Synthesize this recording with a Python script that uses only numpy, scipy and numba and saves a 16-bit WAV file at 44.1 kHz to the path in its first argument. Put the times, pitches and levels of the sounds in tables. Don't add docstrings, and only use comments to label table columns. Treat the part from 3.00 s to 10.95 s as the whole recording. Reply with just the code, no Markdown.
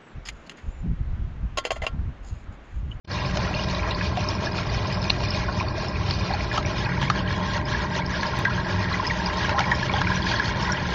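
import sys
import numpy as np
from scipy import signal
from scipy.fft import rfft, irfft, next_fast_len
from scipy.io import wavfile
from scipy.ndimage import uniform_filter1d
from numba import njit

SR = 44100
rng = np.random.default_rng(int(sys.argv[2]) if len(sys.argv) > 2 else 0)


def decibels_to_gain(level_db):
    exponent = np.asarray(level_db, float) / 20
    return 10 ** exponent


def put_to_file(sound):
    columns = np.atleast_2d(sound).T
    safe = np.clip(columns, -1, 1)
    whole_steps = np.round(safe * 32767)
    wavfile.write(sys.argv[1], SR, whole_steps.astype(np.int16))


N = 350397
T = np.arange(N) / SR


def unit(x):
    return x / np.sqrt(np.mean(x ** 2))


def colour(x, points, lo_hz, hi_hz, modes=()):
    size = next_fast_len(N)
    f = np.maximum(np.arange(size // 2 + 1) * SR / size, 1)
    points_hz, points_db = np.transpose(points)
    db = np.interp(np.log(f), np.log(points_hz), points_db)
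    for hz, width, peak_db in modes:
        db = db + peak_db / (1 + (2 * (f - hz) / width) ** 2)
    band = 1 / np.sqrt((1 + (lo_hz / f) ** 16) * (1 + (f / hi_hz) ** 16))
    return unit(irfft(rfft(x, size) * decibels_to_gain(db) * band, size)[:N])


def walk(rate):
    k = int(SR / rate)
    held = np.repeat(rng.standard_normal(N // k + 1), k)
    slewed = uniform_filter1d(uniform_filter1d(held, k), k)
    return unit(slewed[:N])


def quick(x):
    return x - uniform_filter1d(x, size=SR // 5)


def towards_filter():
    # time in seconds, aim from 0 (pool) to 1 (filter).
    swing = [
        (0, 0.18),
        (3.3, 0.035),
        (4.1, 0.6),
        (6.0, 0.6),
        (7.9, 0.67),
    ]
    return np.clip(np.interp(T, *np.transpose(swing)), 0, 1)


@njit
def ring(n, start, hz, cycles, size, rise, glide):
    out = np.zeros(n)
    for e in range(len(start)):
        w = 2 * np.pi * hz[e] / SR
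        length = int(cycles[e] * SR / hz[e])
        fall = np.exp(-5.8 / length)
        grow = np.exp(-1 / (rise * length))
        level, closed, phase = size[e], 1., 0.
        for i in range(start[e], min(start[e] + length, n)):
            out[i] += level * (1 - closed) ** 2 * np.sin(phase)
            level *= fall
            closed *= grow
            phase += w * (1 + glide * (i - start[e]) / length)
    return out


def panes(x, tail_db):
    # delay in seconds, level in dB.
    first_echoes = [(.0014, -15), (.0036, -14), (.0083, -21)]
    t60_s = .08
    t = T[:SR // 5]
    tail = rng.standard_normal(len(t)) * np.exp(-np.log(1000) * t / t60_s) * (t > .002)
    wet = signal.fftconvolve(x, tail / np.sqrt(np.sum(tail ** 2)))[:N]
    early = sum(decibels_to_gain(db) * np.roll(x, int(s * SR)) for s, db in first_echoes)
    return x + decibels_to_gain(tail_db) * wet + early


def gulps_db(hz):
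    # time in seconds, swell in dB, pitch of the bubbles favoured in Hz.
    gulps = [(.13, 3.5, 4500), (.44, 2.5, 1200), (.66, 3, 4530), (.85, 6, 1170), (1.12, -2, 1710),
             (1.23, 0.5, 700), (1.56, -1.5, 2460), (2.22, -0.5, 800), (2.33, 4, 4500), (2.44, 0.5, 2000),
             (2.66, -2.5, 4000), (2.88, -0.5, 4500), (3.1, 3, 4500), (3.21, -2.5, 1610), (3.32, 6, 1720),
             (3.43, 3, 4500), (3.65, 1, 1690), (3.9, 6.5, 1370), (4.42, -1.5, 3000), (4.97, -3, 2570),
             (5.3, 1.5, 4460), (5.9, 5, 1400), (6.15, -5, 1300), (6.42, 2, 4500), (6.38, 3, 800),
             (6.55, 5, 800), (6.64, -3, 900), (6.69, 5, 900), (6.77, -3.5, 1700), (6.84, 2.5, 3000),
             (7.06, 2, 2500), (7.17, -2.5, 790), (7.24, 4, 4500), (7.4, 2.5, 4500), (7.7, -0.5, 910)]
    reach_s, reach_octaves = 0.051, 0.68
    s = T[::64]
    bumps = 0
    for at, db, favoured_hz in gulps:
        in_time = ((s - at) / reach_s) ** 2
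        in_pitch = (np.log2(hz / favoured_hz) / reach_octaves) ** 2
        bumps = bumps + db * np.exp(-.5 * in_time - .5 * in_pitch)
    return np.interp(T, s, bumps)


def churn():
    # lowest Hz, highest Hz, births per second, cycles of ring, size scatter in dB,
    # smooth hiss in dB, burst depth in dB, swell as a share of the ring.
    bubble_sizes = [
        (408, 1283, 600, 16, 3, -8, 2.3, .2),
        (1295, 2318, 600, 23.6, 3.5, -11, 2.6, .17),
        (2384, 7400, 3400, 29, 5.5, -8, 4.4, .05),
    ]
    # level over the pool in dB, change towards the filter in dB.
    swarm_levels = [(-36, 3.2), (-43.3, 10.3), (-39.5, 1)]
    # time in seconds, level in dB against the usual flow.
    flow = [(.1, 0), (.9, -0.5), (1.7, 0.5), (2.5, -0.5), (3.3, -0.5), (4.1, -1.5), (4.9, 0), (5.6, -0.5),
            (6.2, 1), (6.8, 0.5), (7.4, 1.5), (7.9, 1)]
    # frequency in Hz, level in dB per Hz.
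    pool_side = [(210, -33.5), (350, -3), (527, -10.5), (606, -3.5), (889, -9), (1010, -4.5), (1210, -9.5),
                 (1750, -8.5), (1890, -7), (2410, -11), (3190, -16.5), (4010, -13.5), (5380, -15),
                 (7400, -32), (9620, -73.5), (16300, -120)]
    filter_side = [(210, -35), (350, -6), (561, -12.5), (606, -8.5), (680, -17), (782, -9.5), (984, 4.5),
                   (1160, -13.5), (1640, -4.5), (2600, -15), (3310, -12.5), (3760, -17.5), (5310, -18.5),
                   (7400, -33), (9620, -62), (16300, -120)]
    # frequency in Hz, width in Hz, height in dB.
    pool_modes = [(1020, 90, 4.5), (1710, 250, 7), (2450, 80, 12.5), (3950, 27, -1.5), (5270, 68, 3),
                  (6260, 1000, 3)]
    filter_modes = [(1060, 48, 6.7), (1610, 46, 6.9), (1850, 110, 10), (3157, 60, 4), (3310, 90, 4),
                    (6210, 390, 7.1)]

    swing = towards_filter()
    flow_db = np.interp(T, *np.transpose(flow))
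    burst = 0.85 * walk(15) + 0.57 * walk(28)
    water = 0
    for row, (db, turn_db) in zip(bubble_sizes, swarm_levels):
        lo, hi, rate, cycles, scatter_db, hiss_db, burst_db, rise = row
        when, pitch, small, long = rng.random((4, int(rate * N / SR)))
        start = (when * N).astype(np.int64)
        hz = lo * 0.8053 + (hi * 1.1176 - lo * 0.863) * pitch
        size = np.sqrt(hz) * decibels_to_gain(-scatter_db * np.log(1 - .9 * small))
        swarm = ring(N, start, hz, cycles * (.5 + long), size, rise, 0.21)
        hiss = decibels_to_gain(hiss_db) * rng.standard_normal(N) * np.sqrt(SR / 2 / (hi - lo))
        raw = unit(panes(swarm, -9)) + hiss
        over_pool = colour(raw, pool_side, lo, hi, pool_modes)
        at_filter = colour(raw, filter_side, lo, hi, filter_modes)
        heard = (1 - swing) * over_pool + swing * at_filter
        flutter_db = burst_db * quick(0.69 * burst + 0.5 * walk(18))
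        level_db = db + turn_db * swing + flow_db + gulps_db(np.sqrt(lo * hi)) + 4.0 + flutter_db
        water = water + heard * decibels_to_gain(level_db)
    return water


def boom():
    # level over the pool in dB, change towards the filter in dB.
    boom_levels = [(-30, -1.5), (-33.5, 2)]
    # time in seconds, level in dB.
    load = [(.1, -1.5), (.6, 0.5), (1.1, -0.5), (2.3, 0.5), (3.3, 0), (4.4, -0.5), (5.3, -1.5), (6.1, -1),
            (7, 0.5), (7.9, 0)]
    # frequency in Hz, level in dB per Hz.
    boom_shape = [(9, -31.5), (20, -10), (86, 1.5), (140, -2.5), (152, -16), (170, -4.5), (248, -14),
                  (353, -13.5), (450, -11.5)]
    # frequency in Hz, width in Hz, height in dB.
    room_modes = [(57, 6, 7), (75, 6, 6), (97.9, 5, 7), (119, 6, 4), (135, 5, 6), (180.5, 5, 5),
                  (198, 7, 5)]
    swing = towards_filter()
    load_db = np.interp(T, *np.transpose(load))
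    low_db, upper_db = (db + turn_db * swing + load_db for db, turn_db in boom_levels)
    low = colour(rng.standard_normal(N), boom_shape, 12, 154.4, room_modes)
    upper = colour(rng.standard_normal(N), boom_shape, 136.6, 401, room_modes)
    return low * decibels_to_gain(low_db + 4.0) + upper * decibels_to_gain(upper_db + 3.5)


def hum():
    # frequency in Hz, level in dB rms, wander in Hz.
    motor_lines = [(180, -36.8, .4), (240, -54, .8), (300, -51, .8), (322, -53, 1), (360, -45, .5),
                   (420, -49, .6), (440, -54, 1), (499, -51, .6), (600, -42.3, .5), (648, -53, 1),
                   (800, -48.5, 2), (960, -50, 1.5), (1020, -46.5, 1.5), (1600, -46.5, 1.5), (1970, -51, 2)]
    # frequency in Hz, level over the pool in dB rms,
    # change towards the filter in dB.
    drones = [(57, -39.5, -1), (75, -42, -1), (97.9, -34, -13), (120, -42, 1.5), (135, -39, -1),
              (200, -45, 1.5)]
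    swing = towards_filter()
    lines = list(motor_lines) + [(hz, db + turn_db * swing, .4) for hz, db, turn_db in drones]
    tones = 0
    for hz, db, wander_hz in lines:
        phase = 2 * np.pi * np.cumsum(hz + wander_hz * walk(9)) / SR
        sway_db = 1.3 * walk(5.6)
        tones = tones + np.sqrt(2) * decibels_to_gain(db + sway_db) * np.sin(phase)
    return tones


def slaps():
    # time in seconds, peak in dB.
    slap_times = [(0.372, -17), (.911, -21.5), (1.172, -19), (1.288, -34), (2.042, -26), (2.0982, -23),
                  (2.1025, -14), (2.204, -20), (2.287, -28), (3.109, -21), (3.578, -16), (4.017, -23),
                  (4.029, -19.5), (4.1, -13), (5.232, -19), (5.451, -18), (6.067, -18), (6.4938, -15),
                  (6.5925, -12), (6.6053, -17), (6.7147, -17), (7.016, -16), (7.397, -20)]
    # frequency in Hz, level in dB per Hz.
    slap_colour = [(300, -15), (900, 0), (3000, -1.5), (5500, -8.5), (6500, -9), (7600, -30.5)]
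    decay_s, strays_per_s, stray_db, stray_scatter_db = 0.0019, 40, -35, 5.5
    when, strength = rng.random((2, int(strays_per_s * N / SR)))
    s, db = np.transpose(slap_times)
    s = np.append(s, when * T[-1])
    db = np.append(db, stray_db - stray_scatter_db * np.log(1 - .85 * strength))
    hits = np.bincount((s * SR).astype(np.int64), decibels_to_gain(db), N)
    envelope = signal.lfilter([1], [1, -np.exp(-1 / (decay_s * SR))], hits)
    noise = colour(rng.standard_normal(N), slap_colour, 250, 9000)
    return panes(envelope * noise, -14)


def lone_bubbles():
    # time in seconds, peak in dB, pitch in Hz.
    plops = [(0.165, -27, 960), (0.373, -25, 620), (0.51, -23, 760), (0.836, -21, 1040), (1.174, -17, 732),
             (1.352, -23, 1020), (1.719, -25, 656), (1.854, -20, 1010), (1.883, -26, 608),
             (2.039, -27, 655), (2.205, -18.5, 937), (2.483, -18, 1040), (2.61, -18, 1040),
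             (3.305, -20, 770), (3.339, -19, 799), (3.541, -21, 1020), (3.581, -14, 1255),
             (3.979, -20, 931), (4.205, -22, 999), (4.404, -21, 1030), (4.589, -25, 800), (4.737, -22, 980),
             (4.845, -18.5, 1000), (5.27, -26, 966), (5.331, -26, 1060), (5.371, -22, 1010),
             (5.482, -19, 1004), (5.764, -25, 960), (5.917, -18, 1110), (5.998, -13, 1015),
             (6.074, -21, 1040), (6.248, -24, 1010), (6.299, -23, 1030), (6.444, -19, 1080),
             (6.529, -24, 953), (6.58, -16, 1080), (6.604, -17, 800), (6.663, -20, 1040),
             (6.719, -12.5, 942), (6.898, -17, 1020), (6.94, -18, 833), (6.986, -21, 813),
             (7.014, -15, 980), (7.048, -25, 990), (7.103, -17, 985), (7.247, -22, 960), (7.34, -23, 1030),
             (7.378, -28, 1000), (7.4, -21, 1030), (7.448, -27, 950), (7.597, -21, 1080),
             (7.634, -19, 1040), (7.68, -20, 990), (7.693, -16, 976), (7.78, -22, 1030)]
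    plips = [(0.4756, -25, 1380), (1.012, -19, 1710), (1.47, -17.5, 1710), (2.4875, -20.5, 1500),
             (3.5147, -19, 1700), (3.575, -20, 1300), (3.8649, -23, 1600), (4.024, -19, 1730),
             (4.154, -24, 1670), (4.241, -25, 1570), (4.307, -21, 1640), (4.69, -24, 1610),
             (4.7484, -16.5, 1710), (4.9539, -19, 1840), (5.1395, -22, 1700), (5.153, -22, 1610),
             (5.231, -16, 1690), (5.335, -24, 1400), (5.4538, -10.5, 1600), (5.5075, -20, 1400),
             (5.5815, -22, 1620), (5.668, -24, 1640), (5.9407, -14, 1950), (6.0504, -23, 1840),
             (6.109, -11.5, 1890), (6.1995, -20, 1670), (6.3018, -23, 1980), (6.4101, -21, 1870),
             (6.4495, -15, 1610), (6.4934, -20, 1410), (6.5852, -17, 1350), (6.683, -21, 1850),
             (6.7177, -6.5, 1830), (6.7992, -26, 1970), (6.8293, -14, 1710), (6.895, -22, 1820),
             (6.9663, -21, 1550), (7.0162, -21, 1660), (7.0477, -21, 2050), (7.072, -18, 1500),
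             (7.1177, -17, 1600), (7.1818, -22, 1680), (7.2667, -15.5, 1680), (7.317, -24, 1530),
             (7.3383, -15.5, 1700), (7.3984, -10.5, 1660), (7.4333, -22, 2050), (7.491, -18, 1590),
             (7.6593, -21, 1570), (7.6897, -21, 1980), (7.6987, -19, 1450), (7.731, -19, 1610),
             (7.8533, -24, 1660)]
    plinks = [(0.1887, -23, 2630), (0.25, -23, 2440), (0.4057, -26, 2450), (0.541, -19, 2680),
              (0.5958, -22, 2870), (0.7949, -20, 2380), (0.8313, -23, 2450), (0.8916, -26.5, 2450),
              (0.9161, -24, 2820), (1.0095, -21, 2480), (1.2084, -26, 2700), (1.5851, -21, 2450),
              (1.7896, -28, 2440), (2.052, -26, 2450), (2.2271, -30, 2660), (2.2371, -24, 2900),
              (2.238, -26, 2840), (2.258, -24, 2400), (2.348, -21, 2420), (2.4391, -27, 2350),
              (2.6013, -17.5, 2450), (2.957, -24, 2520), (3.117, -28, 2390), (3.2114, -24, 2460),
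              (3.4085, -25, 2440), (3.577, -16.5, 3140), (3.6519, -28, 2570), (3.651, -23.5, 2300),
              (3.8584, -21, 2530), (3.9741, -24, 2250), (4.016, -19, 3220), (4.0804, -22, 2320),
              (4.0999, -22, 2430), (4.1914, -26, 3060), (4.276, -24, 3100), (4.3423, -27, 2250),
              (4.6601, -31, 2300), (5.0193, -23, 2210), (5.2577, -26, 3090), (5.4493, -21, 2520),
              (6.0998, -18, 2230), (6.4936, -20, 2590), (6.5912, -21, 3300), (6.6062, -20, 2240),
              (6.6411, -19, 2270), (6.7144, -18, 2200), (6.7967, -26, 2310), (6.896, -16.5, 2300),
              (6.9374, -18.5, 3400), (6.9828, -22, 3020), (7.0706, -21, 2390), (7.228, -21, 3300),
              (7.355, -18, 3320), (7.5071, -26, 2190), (7.771, -24, 3030)]
    ticks = [(0.3693, -26, 5300), (0.5484, -21, 4290), (0.6372, -23, 5000), (0.7485, -20, 3900),
             (0.9091, -18.5, 3900), (0.948, -20, 4580), (1.0682, -24, 4650), (1.2409, -26, 5000),
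             (1.2877, -14, 5270), (1.3516, -24, 5370), (1.4604, -20, 5360), (1.5207, -25.5, 5000),
             (1.6644, -29, 5260), (1.6993, -23, 4680), (1.8719, -27, 5190), (1.9258, -23, 4980),
             (2.0176, -22, 5300), (2.042, -21, 5040), (2.2336, -28, 4470), (2.2865, -23, 5010),
             (2.3059, -16, 5200), (2.5274, -26, 4600), (2.6841, -23, 4480), (2.8846, -22, 5270),
             (3.1091, -15.5, 4540), (3.138, -19, 4680), (3.1964, -24, 4830), (3.3366, -19, 4370),
             (3.5775, -27, 4000), (3.6604, -24, 5630), (3.8484, -25, 4380), (4.0155, -24, 3780),
             (4.0989, -25, 4460), (4.5648, -24, 4410), (4.6551, -24, 5110), (4.8292, -29, 4450),
             (5.0632, -22, 5130), (5.2098, -21, 4320), (5.2672, -22, 4940), (5.7047, -29, 4800),
             (5.9287, -20, 4060), (6.0504, -28, 4640), (6.0684, -18, 5130), (6.1876, -29, 4880),
             (6.2604, -15, 4900), (6.3827, -25, 4370), (6.4176, -27, 4700), (6.4355, -24, 3790),
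             (6.5927, -22, 3710), (6.6052, -23.5, 4320), (6.6545, -28, 4710), (6.7508, -19, 5320),
             (7.1589, -23, 5900), (7.2208, -22, 4620), (7.3614, -22, 4550), (7.3879, -23, 4300),
             (7.4577, -20.5, 4370), (7.6268, -22, 5260), (7.7211, -14, 5540)]
    # time in seconds, peak in
    # dB, pitch in Hz, cycles of ring.
    splats = [(2.0988, -12, 3920, 8), (2.0987, -12, 2820, 6), (2.1025, -7.5, 2600, 9),
              (2.1024, -3, 4130, 16), (3.579, -18.5, 780, 12), (4.0278, -16.5, 3220, 12.5),
              (4.1008, -17, 860, 6), (4.1012, -6, 1200, 10), (4.1055, -15, 1300, 5), (5.466, -21, 1600, 80),
              (5.4532, -12, 1940, 28), (6.545, -24, 810, 70), (6.565, -23, 1040, 50),
              (6.695, -21, 1060, 45), (6.5925, -11, 1350, 9), (6.726, -13, 1790, 16)]
    # time in seconds, peak in dB, pitch in Hz.
    blips = [(0.1153, -25.5, 4410), (0.1323, -27.5, 5240), (0.1982, -27.0, 990), (0.2182, -23.5, 990),
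             (0.4156, -26.5, 1540), (0.5609, -27.5, 2760), (0.7361, -26.5, 1050), (0.8467, -25.5, 990),
             (0.8759, -22.0, 1100), (0.9147, -26.5, 1050), (0.9214, -25.5, 4130), (1.1991, -25.5, 1050),
             (1.2299, -26.5, 990), (1.247, -22.5, 1050), (1.2719, -27.0, 1050), (1.4345, -27.5, 1050),
             (1.5867, -26.5, 1320), (1.656, -27.5, 1050), (1.6941, -27.0, 2040), (1.9432, -23.5, 5020),
             (1.9693, -26.5, 1050), (2.0979, -24.5, 5900), (2.1019, -22.5, 5350), (2.2355, -26.0, 4470),
             (2.3723, -26.5, 990), (2.3731, -25.5, 3860), (2.4898, -26.0, 660), (2.4961, -23.0, 1050),
             (3.1095, -23.0, 5020), (3.1104, -22.5, 4080), (3.2984, -27.0, 2040), (3.3143, -27.0, 1050),
             (3.3425, -25.0, 2430), (3.4062, -25.5, 2090), (3.4518, -27.5, 990), (3.5139, -26.5, 2040),
             (3.5402, -27.0, 1320), (3.5781, -24.5, 2760), (3.6614, -26.5, 5680), (3.6733, -27.5, 990),
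             (4.0517, -22.0, 2040), (4.1014, -20.5, 1760), (4.8017, -22.0, 1600), (5.1539, -22.0, 1650),
             (5.9403, -16.5, 1820), (6.0298, -21.0, 940), (6.0551, -21.5, 1930), (6.0748, -15.5, 5130),
             (6.2495, -22.0, 990), (6.2995, -21.5, 1050), (6.5838, -19.0, 1870), (6.6157, -21.0, 1710),
             (6.6644, -22.0, 940), (7.0147, -20.5, 990), (7.0646, -22.5, 990), (7.071, -20.5, 2320),
             (7.3628, -20.5, 4580), (7.5146, -22.5, 990), (7.6791, -21.5, 940), (7.7012, -20.5, 990)]
    rows = list(splats)
    for group in (plops, plips, plinks, ticks, blips):
        rows += [(s, db, hz, 15 + 2.8 * hz / 1000) for s, db, hz in group]
    return np.transpose(rows)


POP_DB, POP_RISE = 21.3, 0.28


def single_bubbles():
    s, db, hz, cycles = lone_bubbles()
    lead_s = .14 * cycles / hz
    start = ((s - lead_s) * SR).astype(np.int64)
    body = ring(N, start, hz * 0.983, cycles, decibels_to_gain(db + POP_DB), POP_RISE, .06)
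    snap_start = (s * SR).astype(np.int64)
    snap = ring(N, snap_start, 2600 + .5 * hz, np.full(len(s), 2.5), decibels_to_gain(db - 9), .08, .3)
    return panes(body + snap, -14)


def broods():
    s, db, hz, cycles = np.repeat(lone_bubbles(), 4, axis=1)
    late, small, pitch = rng.random((3, len(s)))
    start = ((s - .005 + .02 * late) * SR).astype(np.int64)
    db = np.minimum(db, -16)
    db = db + POP_DB - 10 - 7 * np.abs(late - .35) - 4 * small
    hz = hz * np.exp(.2 * (2 * pitch - 1))
    return panes(ring(N, start, hz, .75 * cycles, decibels_to_gain(db), POP_RISE, .1), -14)


def scene():
    return (churn() + boom() + hum() + slaps() + single_bubbles() + broods())[None]


def thrifty_recorder(x):
    # frequency in Hz, step in dB against the mean level there.
    thrift = [(1500, -34), (2600, -19), (3500, -11), (4300, -13), (5200, -9), (5700, -3), (6800, 8),
              (7100, -2), (7450, 13)]
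    scatter_db = 7
    frame = dict(fs=SR, window="cosine", nperseg=2048, noverlap=1024)
    f, _, z = signal.stft(x, **frame)
    band = np.arange(len(f)) // 6
    chance = rng.standard_normal((band[-1] + 1, z.shape[1]))[band]
    mean = np.sqrt(uniform_filter1d(np.mean(np.abs(z) ** 2, axis=1), size=30))[:, None]
    step_db = np.interp(f, *np.transpose(thrift))[:, None] + scatter_db * chance
    treble = f > 3000
    busy = np.median(np.abs(z[treble][:150]) / mean[treble][:150], axis=0) / .7
    heard = np.abs(z) > mean * busy ** .3 * decibels_to_gain(step_db)
    return signal.istft(z * heard, **frame)[1][:N]


def roll_off(x):
    return signal.sosfilt(signal.butter(12, 15800, fs=SR, output="sos"), x)


def record(dry):
    # time in seconds, gain in dB.
    opening = [(0, -93), (.038, -78), (.05, -20.5), (.06, -39), (.071, -43), (.076, -14.5), (.097, -12.5),
               (.103, -3)]
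    click_s, click_db = 5.3902, -17.5
    x = thrifty_recorder(dry[0])[None] * decibels_to_gain(np.interp(T, *np.transpose(opening)))
    top_cut = signal.ellip(12, .3, 90, 7600, fs=SR, output="sos")
    x = signal.sosfilt(top_cut, x)
    settling = np.exp(-np.maximum(T - click_s, 0) / 0.0013)
    x = x + decibels_to_gain(click_db) * (T >= click_s) * settling
    return roll_off(x)


dry = scene()
out = record(dry)
put_to_file(out)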